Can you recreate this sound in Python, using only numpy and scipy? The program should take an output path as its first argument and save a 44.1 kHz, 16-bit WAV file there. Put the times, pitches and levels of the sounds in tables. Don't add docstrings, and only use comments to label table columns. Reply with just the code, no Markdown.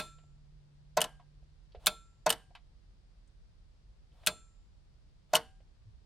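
import sys
import numpy as np
from scipy import signal
from scipy.fft import rfft, irfft
from scipy.io import wavfile

SR = 44100
rng = np.random.default_rng(int(sys.argv[2]) if len(sys.argv) > 2 else 0)


def output_pcm(signal):
    pcm = np.clip(np.atleast_2d(signal).T, -1, 1) * 32767
    wavfile.write(sys.argv[1], SR, np.round(pcm).astype(np.int16))


N = 266893
LEAD_IN, BURST = 2 ** 11, 2 ** 14
T = np.arange(SR) / SR
SOON = T[:BURST]
HZ = np.fft.rfftfreq(BURST, 1 / SR)

# knock t/s, snap t/s, knock level/dB, knock ring, snap level/dB, snap ring,
# jolt level/dB
PRESSES = [(0.972, 1.0156, -0.74, 1.7, 0.27, 0.8, -13.5), (2.2642, 2.3025, 0, 1.48, 1.5, 0.9, -14.5),
           (5.3352, 5.3532, -0.47, 1.2, 3.5, 0.99, -7)]
# t/s, level/dB, tilt/dB per octave, ring, spring level/dB,
# spring tilt/dB per octave, shift of the spring's low modes/%
RELEASES = [(-0.017, 2.5, 0.5, 1.34, 1.5, 0.5, -0.3), (1.8682, 0.5, 0.5, 1.44, 0.5, 0.5, 0),
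            (4.271, 0, 0, 1.44, -3.5, 4, -1.2)]


def amp(db):
    return 10 ** (np.asarray(db) / 20)


def unit_rms(x):
    return x / np.sqrt(np.mean(x ** 2) + 1e-20)


def curve(points, hz):
    f, value = np.transpose(points)
    return np.interp(np.log(hz + 1), np.log(f + 1), value)


def silence():
    return np.zeros((2, LEAD_IN + N))


def add(mix, s, sound):
    part = mix[:, max(LEAD_IN + round(s * SR), 0):][:, :sound.shape[-1]]
    part += sound[..., :part.shape[1]]


def noise(gain):
    # f/Hz, side minus mid/dB
    port_spread = [(100, -17.5), (600, -22.5), (1500, -18.5), (3000, -13.5), (5000, -8.5), (8000, -8),
                   (11000, -4.5), (15000, -4)]
    # f/Hz, left minus right/dB
    treble_lean = [(100, 0.8), (8000, -0.57), (13000, 1)]
    mid, side = gain * np.exp(2j * np.pi * rng.random((2, len(HZ))))
    side = side * amp(curve(port_spread, HZ))
    lean = amp(curve(treble_lean, HZ) / 2)
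    return unit_rms(irfft([(mid + side) * lean, (mid - side) / lean], BURST))


def noise_band(hz, octaves):
    return noise(1 / (1 + (np.log2((HZ + 1) / hz) / octaves) ** 6))


def bands(rows):
    centres = np.log([row[0] for row in rows])
    low_cut = 1 - np.exp(-(2 * HZ / rows[0][0]) ** 2)
    return [low_cut * np.sqrt(np.interp(np.log(HZ + 1), centres, one)) for one in np.eye(len(rows))]


def dying(t, t60, rise):
    return (1 - np.exp(-t / rise)) * np.exp(-np.log(1000) * t / t60)


def force(db, tilt_db, hz):
    return amp(db + tilt_db * np.log2(hz / 2000))


def ringing(blows, modes, rise_cycles):
    out = silence()
    waves = np.array([amp(db) * np.sin(2 * np.pi * hz * T) * dying(T, t60, rise_cycles / hz)
                      for hz, db, t60 in modes])
    for s, db, tilt_db, *_ in blows:
        add(out, s, force(db, tilt_db, np.transpose(modes)[0]) @ waves)
    return out


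def cracking(blows, crack, rise_cycles, edge, edge_s):
    out = silence()
    shapes = bands(crack)
    impact = 1 + edge * np.exp(-SOON / edge_s)
    for s, db, tilt_db, ring in blows:
        for (hz, band_db, t60), shape in zip(crack, shapes):
            envelope = impact * dying(SOON, t60 * ring, rise_cycles / hz)
            add(out, s, force(db + band_db, tilt_db, hz) * envelope * noise(shape))
    return out


def room_tone():
    # f/Hz, relative density/dB
    colour = [(10, -45.5), (24, -8), (42, 0.5), (60, -7.5), (90, -13.5), (150, -18.5), (250, -30),
              (450, -33), (1000, -39), (2500, -44), (4800, -42.5), (6500, -50.5), (9500, -54.5),
              (12000, -74)]
    # f/Hz, left-right likeness/0..1
    likeness = [(60, 0.46), (150, 0.89), (380, 0.08), (950, 0.01), (2380, 0.031), (5980, 0.07),
                (15000, 0.06)]
    # f/Hz, left minus right/dB
    balance = [(60, -2.5), (180, 0.5), (550, 0), (1650, 0.5), (4970, 3), (15000, -2.5)]
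    hz, t = np.fft.rfftfreq(N, 1 / SR), np.arange(N) / SR
    left, other, slow = rfft(rng.standard_normal((3, N)))
    same = np.clip(curve(likeness, hz), 0, 1)
    right = same * left + np.sqrt(1 - same ** 2) * other
    lean = amp(curve(balance, hz) / 2)
    air = unit_rms(irfft(np.array([left * lean, right / lean]) * amp(curve(colour, hz)), N))
    hum_hz, hold_s, fade_db_per_s = 146.5, 0.93, 8.5
    waver = unit_rms(irfft(slow * np.exp(-(hz / 5) ** 2), N))
    hum_db = np.maximum(-60 - fade_db_per_s * np.maximum(t - hold_s, 0), -78.5)
    hum = amp(hum_db) * np.sin(2 * np.pi * hum_hz * t + 0.96 * waver)
    return amp(-58.5) * air + hum


def rattle(knock_s, snap_s):
    # level/dB, tilt/dB per octave, ring
    hits = [(-10.5, -0.5, 0.9), (0.25, -1, 0.9), (-9.5, -3, 1.15)]
    # delay after the snap/s, further delay as a share of the time from knock to snap
    delays = [(-0.004, -0.137), (0, 0), (0.002, 0.54)]
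    return [(snap_s + delay + share * (snap_s - knock_s), *hit)
            for (delay, share), hit in zip(delays, hits)]


def contact_snaps():
    # f/Hz, level/dB, t60/s
    modes = [(1760, -38.5, 0.07), (2953, -14.5, 0.016), (3047, -54, .29), (3542, -64.5, .3),
             (3130, -25.5, 0.025), (9060, -21, 0.016)]
    # f/Hz, level/dB, base t60/s
    crack = [(198, -48.5, 0.16), (430, -46, 0.1), (900, -35.5, 0.082), (1550, -33.5, 0.06),
             (2380, -43.5, 0.02), (3000, -26.5, 0.032), (4770, -35, 0.081), (6700, -28, .033),
             (9000, -25.5, 0.031), (10370, -36.5, 0.016), (12800, -28.5, 0.035), (14100, -40, .023)]
    snaps = [(s - 0.0075, db - 11, 2, 0.66) for s, db, *_ in RELEASES]
    for knock_s, snap_s, _, _, snap_db, snap_ring, _ in PRESSES:
        for s, db, tilt_db, ring in rattle(knock_s, snap_s):
            snaps.append((s, snap_db + db, tilt_db, snap_ring * ring))
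    tones = ringing(snaps, modes, rise_cycles=2.0)
    return tones + cracking(snaps, crack, rise_cycles=3.2, edge=0.45, edge_s=0.0058)


def release_clacks():
    # f/Hz, level/dB, t60/s
    modes = [(190, -32, 0.079), (458.3, -47.5, 0.17), (616, -32.5, .14), (1068.6, -41, .07),
             (1345, -35.5, 0.068), (1515, -25, 0.05), (1616, -30.5, .06), (2088, -41, .08),
             (2400, -29, 0.053), (2518, -27, 0.07), (3494, -27.5, .05), (3600, -24.5, 0.035),
             (4230, -27.5, .03), (4597, -37, .07), (7530, -28.5, 0.035), (9940, -27.5, 0.014)]
    # f/Hz, level/dB, base t60/s
    crack = [(193.4, -48, 0.18), (576, -48, 0.13), (900, -38.5, .1), (1500, -32, 0.05), (1893, -40, .05),
             (2400, -32, .055), (3050, -36, .05), (3500, -27.5, 0.049), (5160, -30, 0.037),
             (7500, -29, .028), (9600, -24, 0.023), (11900, -29, .021), (15800, -29.5, 0.022)]
    clacks = [row[:4] for row in RELEASES]
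    tones = ringing(clacks, modes, rise_cycles=1.8)
    return tones + cracking(clacks, crack, rise_cycles=0.64, edge=0.74, edge_s=0.0015)


def spring_ring(low_modes_hz=3800):
    # f/Hz, level/dB, t60/s
    modes = [(1347, -45.5, .49), (2490, -67, 0.7), (3553, -49, 0.3), (4003, -68, 0.5), (4183, -51.5, 0.29),
             (6234, -69.5, .55), (6810, -67, 0.52), (7144, -68.5, 0.8), (7354, -55.5, 0.55),
             (8183, -64, .25), (8689, -72, 0.65), (8830, -51.5, 0.24), (8977, -57.5, .27)]
    out = silence()
    for s, *_, level_db, tilt_db, shift in RELEASES:
        detuned = [(hz * (1 + shift / 100 * (hz < low_modes_hz)), db, t60) for hz, db, t60 in modes]
        out += ringing([(s, level_db, tilt_db)], detuned, rise_cycles=3.0)
    return out


def hand_taps():
    # t/s, thud level/dB, thud f/Hz, tick level/dB, t60/s
    taps = [(0.184, -68.5, 600, -63.5, 0.076), (0.236, -62.5, 720, -74, 0.034),
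            (1.197, -57.5, 844, -68, 0.11), (1.427, -66, 608, -80, 0.05), (1.7482, -44.5, 540, -60, 0.09),
            (2.506, -60, 720, -78, 0.064), (2.551, -54.5, 860, -49, 0.088), (4.234, -61.5, 800, -59, 0.05),
            (5.604, -62, 589, -72, 0.047)]
    out = silence()
    for s, thud_db, thud_hz, tick_db, t60 in taps:
        thud = amp(thud_db) * noise_band(thud_hz, octaves=0.4)
        tick = amp(tick_db) * noise_band(1950, octaves=1.1)
        add(out, s, (thud + tick) * dying(SOON, t60, rise=0.0005))
    return out


def case_knocks():
    # f/Hz, level/dB, t60/s
    modes = [(170.1, -31.5, 0.14), (232.5, -44.5, 0.2), (341, -43, 0.06), (459, -32.5, 0.18),
             (630.5, -16, 0.067), (679, -17, 0.05), (720, -18, 0.043), (764, -49, 0.45), (866, -31.5, 0.1),
             (895.7, -22.5, 0.089), (1025, -23, .06), (1093, -29, 0.068), (1335, -34, 0.058),
             (1469.5, -27, 0.091), (1606, -53.5, 0.5), (2085, -36.5, 0.048), (2585, -35, 0.064),
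             (3630, -36, 0.068), (4430, -36.5, 0.089), (4581, -64, .34), (6160, -28.5, 0.023)]
    # f/Hz, level/dB, base t60/s
    crack = [(278, -59.5, 0.092), (779.7, -37, 0.15), (1360, -36.5, 0.14), (2780, -40, 0.086),
             (4500, -34.5, 0.046), (6762, -29, 0.016), (9000, -39.5, 0.025), (11100, -49, .035),
             (12900, -36.5, 0.016), (15000, -53, .03)]
    knocks = []
    for knock_s, snap_s, knock_db, ring, _, _, jolt_db in PRESSES:
        graze = (knock_s - 0.003, knock_db - 13, -2.06, 1.7)
        seat = (knock_s, knock_db, -1, ring)
        jolts = [(s + 0.003, jolt_db + db, 1, 1.0) for s, db, *_ in rattle(knock_s, snap_s)]
        knocks += [graze, seat, *jolts]
    tones = ringing(knocks, modes, rise_cycles=2.7)
    return tones + cracking(knocks, crack, rise_cycles=1.4, edge=0.62, edge_s=0.0024)


def contact_ticks():
    # t/s, level/dB, f/Hz, half-width/octaves
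    ticks = [(1.7205, -62.5, 3612, 0.5), (2.551, -65.5, 6960, 0.74), (3.275, -73, 7400, 0.37),
             (4.119, -70, 3050, 0.2)]
    out = silence()
    for s, db, hz, octaves in ticks:
        add(out, s, amp(db) * noise_band(hz, octaves) * dying(SOON, t60=0.042, rise=0.0005))
    return out


def case_bumps():
    # t/s, level/dB, f/Hz, length/s
    bumps = [(1.765, -44, 60.07, 0.03), (5.846, -47, 106.6, 0.069)]
    out = silence()
    for s, db, hz, length in bumps:
        t = T[T < length]
        add(out, s, amp(db) * np.sin(2 * np.pi * hz * t) * np.hanning(len(t)))
    return out


def thumb_rubs(swell_db=13):
    # t/s, length/s, final level/dB
    rubs = [(1.795, 0.067, -59.5), (4.12, 0.145, -65), (5.29, 0.043, -65.5)]
    # f/Hz, relative level/dB
    colour = [(250, -12), (650, 7.5), (1200, -3), (2000, -11), (3500, -5.5), (6000, -18), (9000, -18.5),
              (15000, -30)]
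    out = silence()
    for s, length, db in rubs:
        t = T[T < length]
        swell = amp(db - swell_db * (1 - t / length)) * signal.windows.tukey(len(t), 0.1)
        add(out, s, swell * noise(amp(curve(colour, HZ)))[:, :len(t)])
    return out


def garage(direct):
    # f/Hz, level/dB, t60/s
    decay = [(151, -15.5, 0.28), (400, -21, .3), (664, -11.5, 0.15), (1070, -24.5, 0.26),
             (1820, -23.5, .35), (3450, -22.5, 0.29), (7100, -29.5, 0.44), (10000, -25, 0.27),
             (12500, -26, 0.19), (16000, -29, .2)]
    # delay/s, level/dB
    reflections = [(.0031, -12), (.0074, -15), (0.0127, -22.5), (0.0174, -29.5)]
    response = 0
    for (hz, db, t60), shape in zip(decay, bands(decay)):
        envelope = dying(SOON, t60, rise=0.006)
        wash = noise(shape) * np.sqrt(np.mean(shape ** 2))
        response = response + amp(db) * wash * envelope / np.linalg.norm(envelope)
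    tail = signal.fftconvolve(direct, response, axes=1)[:, :LEAD_IN + N]
    treble = signal.sosfilt(signal.butter(1, 2000, "high", fs=SR, output="sos"), direct)
    echoes = sum(amp(db) * np.roll(treble, round(delay * SR), axis=1) for delay, db in reflections)
    return (direct + echoes + tail)[:, LEAD_IN:]


def scene():
    switch = case_knocks() + contact_snaps() + release_clacks() + spring_ring()
    handling = hand_taps() + contact_ticks() + case_bumps() + thumb_rubs()
    return garage(switch + handling) + room_tone()


def record(dry):
    low_pass = signal.firwin(301, 16500, window=("kaiser", 9), fs=SR)
    return signal.oaconvolve(dry, low_pass[None], "same")


dry = scene()
out = record(dry)
output_pcm(out)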